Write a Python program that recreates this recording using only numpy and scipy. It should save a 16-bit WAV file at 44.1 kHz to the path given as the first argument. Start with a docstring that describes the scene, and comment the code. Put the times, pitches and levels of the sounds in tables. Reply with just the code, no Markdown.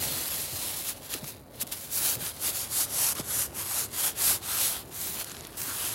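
"""A bare hand brushes the frosted fabric of a tent, close to a mono microphone. Ice crystals break under
the skin and hiss, while the stiff cloth rasps, ticks and now and then thumps. From about 2 s the hand rubs
to and fro, louder and more with the palm, speeding up and slowing down in each stroke. After 4 s taut
patches of cloth sing briefly; past 5 s a run of creases flips before the last long stroke. Throughout,
the low, even rumble of the open air lies behind it."""
import sys
import numpy as np
from scipy import signal
from scipy.fft import rfft, irfft, next_fast_len
from scipy.io import wavfile
from scipy.ndimage import uniform_filter1d, map_coordinates

SR = 44100
rng = np.random.default_rng(int(sys.argv[2]) if len(sys.argv) > 2 else 0)


def dump_mix(stems):
    """Bounce the given channels to the path in sys.argv[1] as a 16-bit WAV at rate SR."""
    frames = np.atleast_2d(stems).T  # one column per channel
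    limited = np.clip(frames, -1, 1)  # hard clip at full scale
    pcm = np.round(limited * 32767).astype(np.int16)
    wavfile.write(sys.argv[1], SR, pcm)


N = 261954

# Spectrum of breaking ice. Each row: frequency in Hz, relative level in dB.
ICE_SPECTRUM = [(500, -18), (2000, -0.5), (4200, -3), (8000, 1.5), (11500, 6), (14000, 0), (15800, -0.5)]


def rubbing():
    """Friction noise: a faster hand breaks more crystals a second, so crackle merges into a loud hiss."""
    # Spectra of frost and cloth under a light touch and under the flat palm.
    # Each row: frequency in Hz, relative level in dB.
    frost_light = [(1500, -38), (3000, -20), (4200, -5), (5500, -4.5), (7300, -2.5), (9000, -2.5),
                   (10300, 1), (11500, 2), (12700, -1.5), (14200, -6), (15800, -6)]
    frost_palm = [(1500, -22.5), (3000, -26), (4500, -11.5), (6000, -5), (7800, -2.5), (9000, -3),
                  (10200, 0.5), (11700, 0.5), (12700, -1.5), (14000, -6.5), (15800, -13.5)]
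    cloth_light = [(300, -4.5), (800, -2), (1400, -2.5), (2100, -1.5), (3000, -0.5), (4000, 1.5),
                   (5000, -3.5), (7500, -24)]
    cloth_palm = [(350, -16), (600, -3), (950, 0), (1400, 2), (2100, -3.5), (3000, -0.5), (4200, -2.5),
                  (5200, -3), (7500, -18)]
    # How the hand lies. Each row: time in seconds, share of flat palm from 0 to 1.
    palm_share = [(1.7, 0.04), (2.8, 0.37), (3.05, 1), (4.3, 0.6), (5.1, 0.24), (5.6, 1), (5.94, 0.6)]
    # Brightness of the hiss. Each row: time in seconds, gain above 13.3 kHz in dB.
    treble_shelf = [(0, 1.5), (2.05, 3.5), (2.8, -1), (3.35, -4), (3.7, 0), (4.3, 1), (5.2, 6), (5.38, -8),
                    (5.6, 7), (5.94, -2)]
    hiss_level, rasp_level = stroke_levels()
    palm = curve(palm_share)
    breaks_per_s = 7000 * (hiss_level / amp(-34)) ** .9
    slowness = 1 / (1 + breaks_per_s / 18000)
    stick_slip = amp(slowness * (1.2 * wobble(70) + 0.76 * wobble(400)))  # slow skin catches on frost

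    def contact(light, flat, smooth):
        """Source and filter: the same fractures sound through a light touch and under the flat palm."""
        breaks = fractures(breaks_per_s, spread_db=4.0, smooth=smooth)
        blend = (1 - palm) * coloured(breaks, light) + palm * coloured(breaks, flat)
        return patchy(blend, depth_db=1.5)

    flakes = coloured(fractures(45, spread_db=6, smooth=0), ICE_SPECTRUM)  # bigger flakes let go
    hiss = contact(frost_light, frost_palm, smooth=0.87) + amp(-17.0) * flakes
    treble = filtered(hiss, lambda hz: 1 / (1 + (13300 / (hz + 1)) ** 24))
    hiss = hiss + (amp(curve(treble_shelf)) - 1) * treble
    rasp = contact(cloth_light, cloth_palm, smooth=0.6)
    return stick_slip * (hiss_level * hiss + rasp_level * rasp)


def stroke_levels():
    """Incoherent sources add in power: hiss and rasp of each stroke join the resting hand's rustle."""
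    # Strokes of the hand. Each row: time of top speed, time speeding up and time slowing down in
    # seconds, hiss level in dB, rasp in dB relative to the hiss.
    strokes = [ (.023, 0.042, 0.67, -31.5, -7.5), (.414, 0.2, 0.13, -35, -11.5),
               (.633, .22, .26, -33, -8.5), (.778, .025, 0.1, -35, -13.5), (.885, .08, 0.064, -32.5, -8),
               (1.055, 0.041, 0.043, -45.5, -6), (1.13, 0.055, 0.082, -36, -6.5),
               (1.292, 0.084, 0.06, -41, -9), (1.57, 0.045, 0.059, -52, -4),
               (1.623, 0.032, 0.017, -31, -13.5), (1.725, 0.016, .055, -35.5, -5.5),
               (1.821, .16, .12, -41, -12), (1.969, 0.078, 0.064, -28, -15), (2.09, 0.16, 0.093, -26, -10),
               (2.15, .04, 0.021, -34, -10), (2.263, 0.11, 0.078, -34, -7), (2.36, 0.055, 0.09, -50, -1),
               (2.482, 0.11, 0.05, -26.7, -10.5), (2.582, 0.1, 0.12, -30.5, -10),
               (2.808, 0.14, 0.069, -24.5, -12.5), (3.07, .23, 0.077, -24.5, -11),
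               (3.126, .04, .012, -29.5, -12), (3.195, 0.057, 0.035, -36, -3.5),
               (3.405, 0.2, 0.082, -27.5, -11.5), (3.609, 0.077, 0.047, -32, -9),
               (3.796, 0.21, 0.092, -28.5, -10.5), (4.052, 0.15, 0.083, -26.5, -8),
               (4.29, 0.15, 0.11, -22.5, -11), (4.53, 0.13, 0.13, -30, -7), (4.645, .12, 0.13, -26, -9.5),
               (4.75, .08, .11, -39.5, -3.5), (5.061, .18, .19, -33.5, -10),
               (5.216, 0.083, 0.022, -35.5, -4), (5.25, .04, 0.26, -46.5, -4), (5.53, 0.19, .12, -62, 11),
               (5.575, .01, 0.25, -36.5, -9.5), (5.856, 0.36, 0.23, -33, -7)]
    # The hand eases off. Each row: centre and half length in seconds, drop of the rustle in dB.
    lifts = [(1.002, 0.024, 3.5), (1.464, 0.073, 16), (1.66, 0.0088, 9), (3.514, 0.036, 2.5),
             (3.878, 0.018, 3.5), (4.403, 0.016, 4), (4.863, 0.042, 8), (5.507, 0.056, 6)]
    t = np.arange(N) / SR
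    eased_db = sum(drop * bell(t, s, half) for s, half, drop in lifts)
    hiss_power = amp(-48.5 - eased_db) ** 2  # the resting hand
    rasp_power = amp(-3) ** 2 * hiss_power
    hiss_exponent, rasp_exponent = 1.64, 1.35  # as the hand slows, the ice falls silent before the cloth
    for s, rise, fall, db, rasp_db in strokes:
        moving = slice(*np.searchsorted(t, [s - rise, s + fall]))
        speed = np.sin(np.pi / 2 * np.interp(t[moving], [s - rise, s, s + fall], [0, 1, 0]))
        hiss_power[moving] += (amp(db) * speed ** hiss_exponent) ** 2
        rasp_power[moving] += (amp(db + rasp_db) * speed ** rasp_exponent) ** 2
    return np.sqrt(hiss_power), np.sqrt(rasp_power)


def fractures(per_s, spread_db, smooth, size=N):
    """Shot noise: tiny random breaks of uneven size over a share of smooth sliding noise, at rms 1."""
    chance = np.clip(per_s / SR, 0, 1)
    breaks = (rng.random(size) < chance) / np.sqrt(chance)
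    signs = rng.choice([-1, 1], size)
    strengths = amp(spread_db * np.clip(rng.standard_normal(size), -2.5, 2.5))
    return unit(unit(breaks * signs * strengths) + smooth * rng.standard_normal(size))


def patchy(x, depth_db):
    """Time-varying filtering: the colour shifts at random, in smooth patches across frequency and time."""
    spectra = signal.stft(x, nperseg=512)[2]
    field = uniform_filter1d(rng.standard_normal(spectra.shape), 5, axis=0)  # smooth across frequency
    field = uniform_filter1d(field, 22, axis=1)  # and across time
    return unit(signal.istft(spectra * amp(depth_db * unit(field)), nperseg=512)[1][:N])


def ice_snaps():
    """Brittle fracture: a piece of ice snaps off and releases its strain in one bright click."""
    # Each row: start in seconds, peak level in dB before the common gain.
    snaps = [(0.025, -13), (0.2244, -25), (0.7734, -18), (0.824, -19), (1.669, -23), (1.724, -13.5),
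             (2.0622, -9), (2.2974, -20), (5.245, -16), (5.4705, -22)]
    return ticks(snaps, ICE_SPECTRUM, tail_t60=.012, crumble=.15, gain_db=1)


def crease_flips():
    """Buckling: a crease of the stiff cloth flips over with a tick."""
    # Each row: start in seconds, peak level in dB before the common gain.
    creases = [(1.1395, -21), (1.2432, -28), (2.2643, -21), (5.297, -30), (5.3172, -24), (5.3487, -32),
               (5.368, -30), (5.4085, -28), (5.4505, -26), (5.6172, -20)]
    # Spectrum of a flipping crease. Each row: frequency in Hz, relative level in dB.
    crease_spectrum = [(600, -1), (2000, -2), (3700, 1), (5100, -3), (6800, 2.5), (8500, -9), (10800, -9),
                       (15000, -23)]
    return ticks(creases, crease_spectrum, tail_t60=.009, crumble=.3, gain_db=2.5)


def ticks(rows, spectrum, tail_t60, crumble, gain_db):
    """Impulse excitation: a sharp pulse and its crumbling tail take on the colour of the material."""
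    track, t = np.zeros(N), np.arange(SR // 20) / SR
    body = impulse_response(spectrum)
    for s, db in rows:
        burst = (t == 0) + crumble * rng.standard_normal(len(t)) * amp(-60 * t / tail_t60)
        tick = signal.fftconvolve(burst, body)
        add(track, s, amp(db + gain_db) * tick / np.abs(tick).max())
    return track


def finger_flicks():
    """Sliding friction: a fingertip skids a short way and raises a brief swell of icy crackle."""
    # Each row: centre in seconds, level in dB, half length in seconds.
    flicks = [(0.036, -30, 0.0064), (0.891, -30.5, 0.0074), (1.142, -28, 0.0028), (1.615, -28, 0.0025),
              (1.623, -28.5, 0.0027), (1.675, -36, .0012), (1.725, -33.5, 0.0046), (3.155, -33, 0.0027),
              (5.578, -36, .003)]
    track, t = np.zeros(N), np.arange(SR // 20) / SR
    for s, db, half in flicks:
        skid = coloured(fractures(12000, spread_db=5.0, smooth=.8, size=len(t)), ICE_SPECTRUM)
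        add(track, s - t.mean(), amp(db) * bell(t, t.mean(), half) * skid)
    return track


def singing_cloth():
    """Forced resonance: scraping fingers briefly drive one mode of a taut patch of cloth."""
    # Each row: centre in seconds, level in dB, resonance in Hz, half length in seconds.
    patches = [(1.138, -39, 2960, 0.0055), (1.613, -41, 4200, 0.011), (4.048, -57, 1350, 0.036),
               (4.301, -46, 1410, 0.048), (4.542, -43, 1320, 0.044), (4.654, -36, 3920, 0.032),
               (5.712, -43, 1370, 0.016), (5.85, -42.5, 3030, 0.055)]
    track, t = np.zeros(N), np.arange(SR // 4) / SR
    for s, db, centre_hz, half in patches:
        scrape = fractures(4000, spread_db=2.0, smooth=.5, size=len(t))
        tone = resonate(scrape, centre_hz, q=2.4)
        add(track, s - t.mean(), amp(db) * bell(t, t.mean(), half) * tone)
    return track


def wall_thumps():
    """Dispersion: the high part of a bump running through the slack wall arrives first, so pitch drops."""
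    # Each row: start in seconds, level in dB, first and final pitch in Hz, 60 dB decay time in seconds.
    bumps = [(0.53, -32.5, 148, 90.5, 0.16), (1.147, -31, 654, 252, 0.074), (1.228, -32.5, 241, 140, 0.12),
             (1.633, -35, 350, 150, 0.053), (2.167, -36, 220, 109, 0.092), (2.222, -32.5, 220, 148, 0.066),
             (3.195, -23.5, 740, 94, 0.069), (5.678, -34, 342, 247, 0.084)]
    glide_s, attack_s, flap_share = 0.0046, 0.0014, 0.37
    track, t = np.zeros(N), np.arange(SR // 4) / SR
    for s, db, start_hz, end_hz, t60 in bumps:
        hz = end_hz + (start_hz - end_hz) * np.exp(-t / glide_s)
        noise = rng.standard_normal(len(t))
        flapping = unit(uniform_filter1d(uniform_filter1d(noise, size=40), size=28))
        wave = np.sin(2 * np.pi * np.cumsum(hz) / SR) + flap_share * flapping
        envelope = amp(db - 60 * t / t60) * (1 - np.exp(-t / attack_s))
        add(track, s, envelope * wave)
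    return track


def open_air():
    """Ambient noise: a distant, slightly unsteady rumble with a hollow resonance of ground and tent wall."""
    # Spectrum of the rumble. Each row: frequency in Hz, relative level in dB.
    rumble_spectrum = [(20, -36), (35, -20), (52, -2), (75, -0.5), (115, 1), (170, -6), (300, -5.5),
                       (450, -9.5), (750, -11.5), (1000, -15), (1300, -21), (2500, -27.5), (5000, -47),
                       (15000, -32)]
    # Course of the rumble. Each row: time in seconds, mean level in dB.
    rumble_level = [(0, -42.5), (.3, -47.5), (1.6, -49.5), (2.2, -47.5), (5.94, -48)]
    # The hollow tone sinks as the microphone moves along the tent.
    # Each row: time in seconds, power share of the lower tone from 0 to 1.
    lower_share = [(2.9, 0), (4.0, 1)]
    lower = curve(lower_share)
    high_tone = resonate(rng.standard_normal(N), centre_hz=560, q=2.64)
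    low_tone = resonate(rng.standard_normal(N), centre_hz=371, q=2.64)
    hollow = np.sqrt(1 - lower) * high_tone + np.sqrt(lower) * low_tone
    level = amp(curve(rumble_level) + 1.33 * wobble(11))
    rumble = coloured(rng.standard_normal(N), rumble_spectrum)
    return level * (rumble + amp(-8.5) * hollow)


def amp(db):
    """Decibels to amplitude ratio."""
    return np.exp(np.asarray(db) * (np.log(10) / 20))


def unit(x):
    """Normalisation to rms 1."""
    return x / np.sqrt(np.mean(x ** 2) + 1e-20)


def curve(rows):
    """Linear interpolation of (seconds, value) rows, one value a sample."""
    return np.interp(np.arange(N) / SR, *np.transpose(rows))


def bell(t, centre, half):
    """Gaussian envelope whose half length is its standard deviation."""
    return np.exp(-.5 * ((t - centre) / half) ** 2)


def wobble(per_s):
    """Random modulation: a smooth curve through per_s random knots a second."""
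    knots = rng.standard_normal(int(N * per_s / SR) + 4)
    return map_coordinates(knots, [np.arange(N) * per_s / SR])


def gain(spectrum, hz):
    """Magnitude response from (Hz, dB) rows, interpolated on a logarithmic frequency axis."""
    row_hz, db = np.transpose(spectrum)
    return amp(np.interp(np.log(hz + 1), np.log(row_hz + 1), db))


def filtered(x, response):
    """Linear filtering: the spectrum of x times a frequency response."""
    size = next_fast_len(len(x) + 4096, real=True)
    return irfft(rfft(x, size) * response(np.fft.rfftfreq(size, 1 / SR)), size)[:len(x)]


def coloured(x, spectrum):
    """Spectral shaping of x, at rms 1."""
    return unit(filtered(x, lambda hz: gain(spectrum, hz)))


def resonate(x, centre_hz, q):
    """Resonance: x passes twice through the band-pass of one damped mode; rms 1."""
    def response(hz):
        damping = 1j * hz * centre_hz / q
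        return (damping / (centre_hz ** 2 - hz ** 2 + damping)) ** 2
    return unit(filtered(x, response))


def impulse_response(spectrum, size=1024):
    """Minimum phase: folding the cepstrum gives a causal response with the given spectrum."""
    cepstrum = irfft(np.log(gain(spectrum, np.fft.rfftfreq(size, 1 / SR))))
    cepstrum[1:size // 2] *= 2
    cepstrum[size // 2 + 1:] = 0
    return irfft(np.exp(rfft(cepstrum)))


def add(track, s, sound):
    """Superpose a sound on the track from s seconds on."""
    part = track[round(s * SR):][:len(sound)]
    part += sound[:len(part)]


def scene():
    """Superposition: all sources sum at one microphone, which feeds both channels."""
    transients = ice_snaps() + crease_flips() + wall_thumps()
    mono = transients + rubbing() + singing_cloth() + finger_flicks() + open_air()
    return np.array([mono, mono])


def record(dry):
    """Band limiting: the microphone sheds the deepest bass, and nothing passes above the upper limit."""
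    low_hz, top_hz = 40, 15830
    passband = lambda hz: (hz < top_hz) / np.sqrt(1 + (low_hz / (hz + 1)) ** 8)
    return np.array([filtered(channel, passband) for channel in dry])


dry = scene()
out = record(dry)
dump_mix(out)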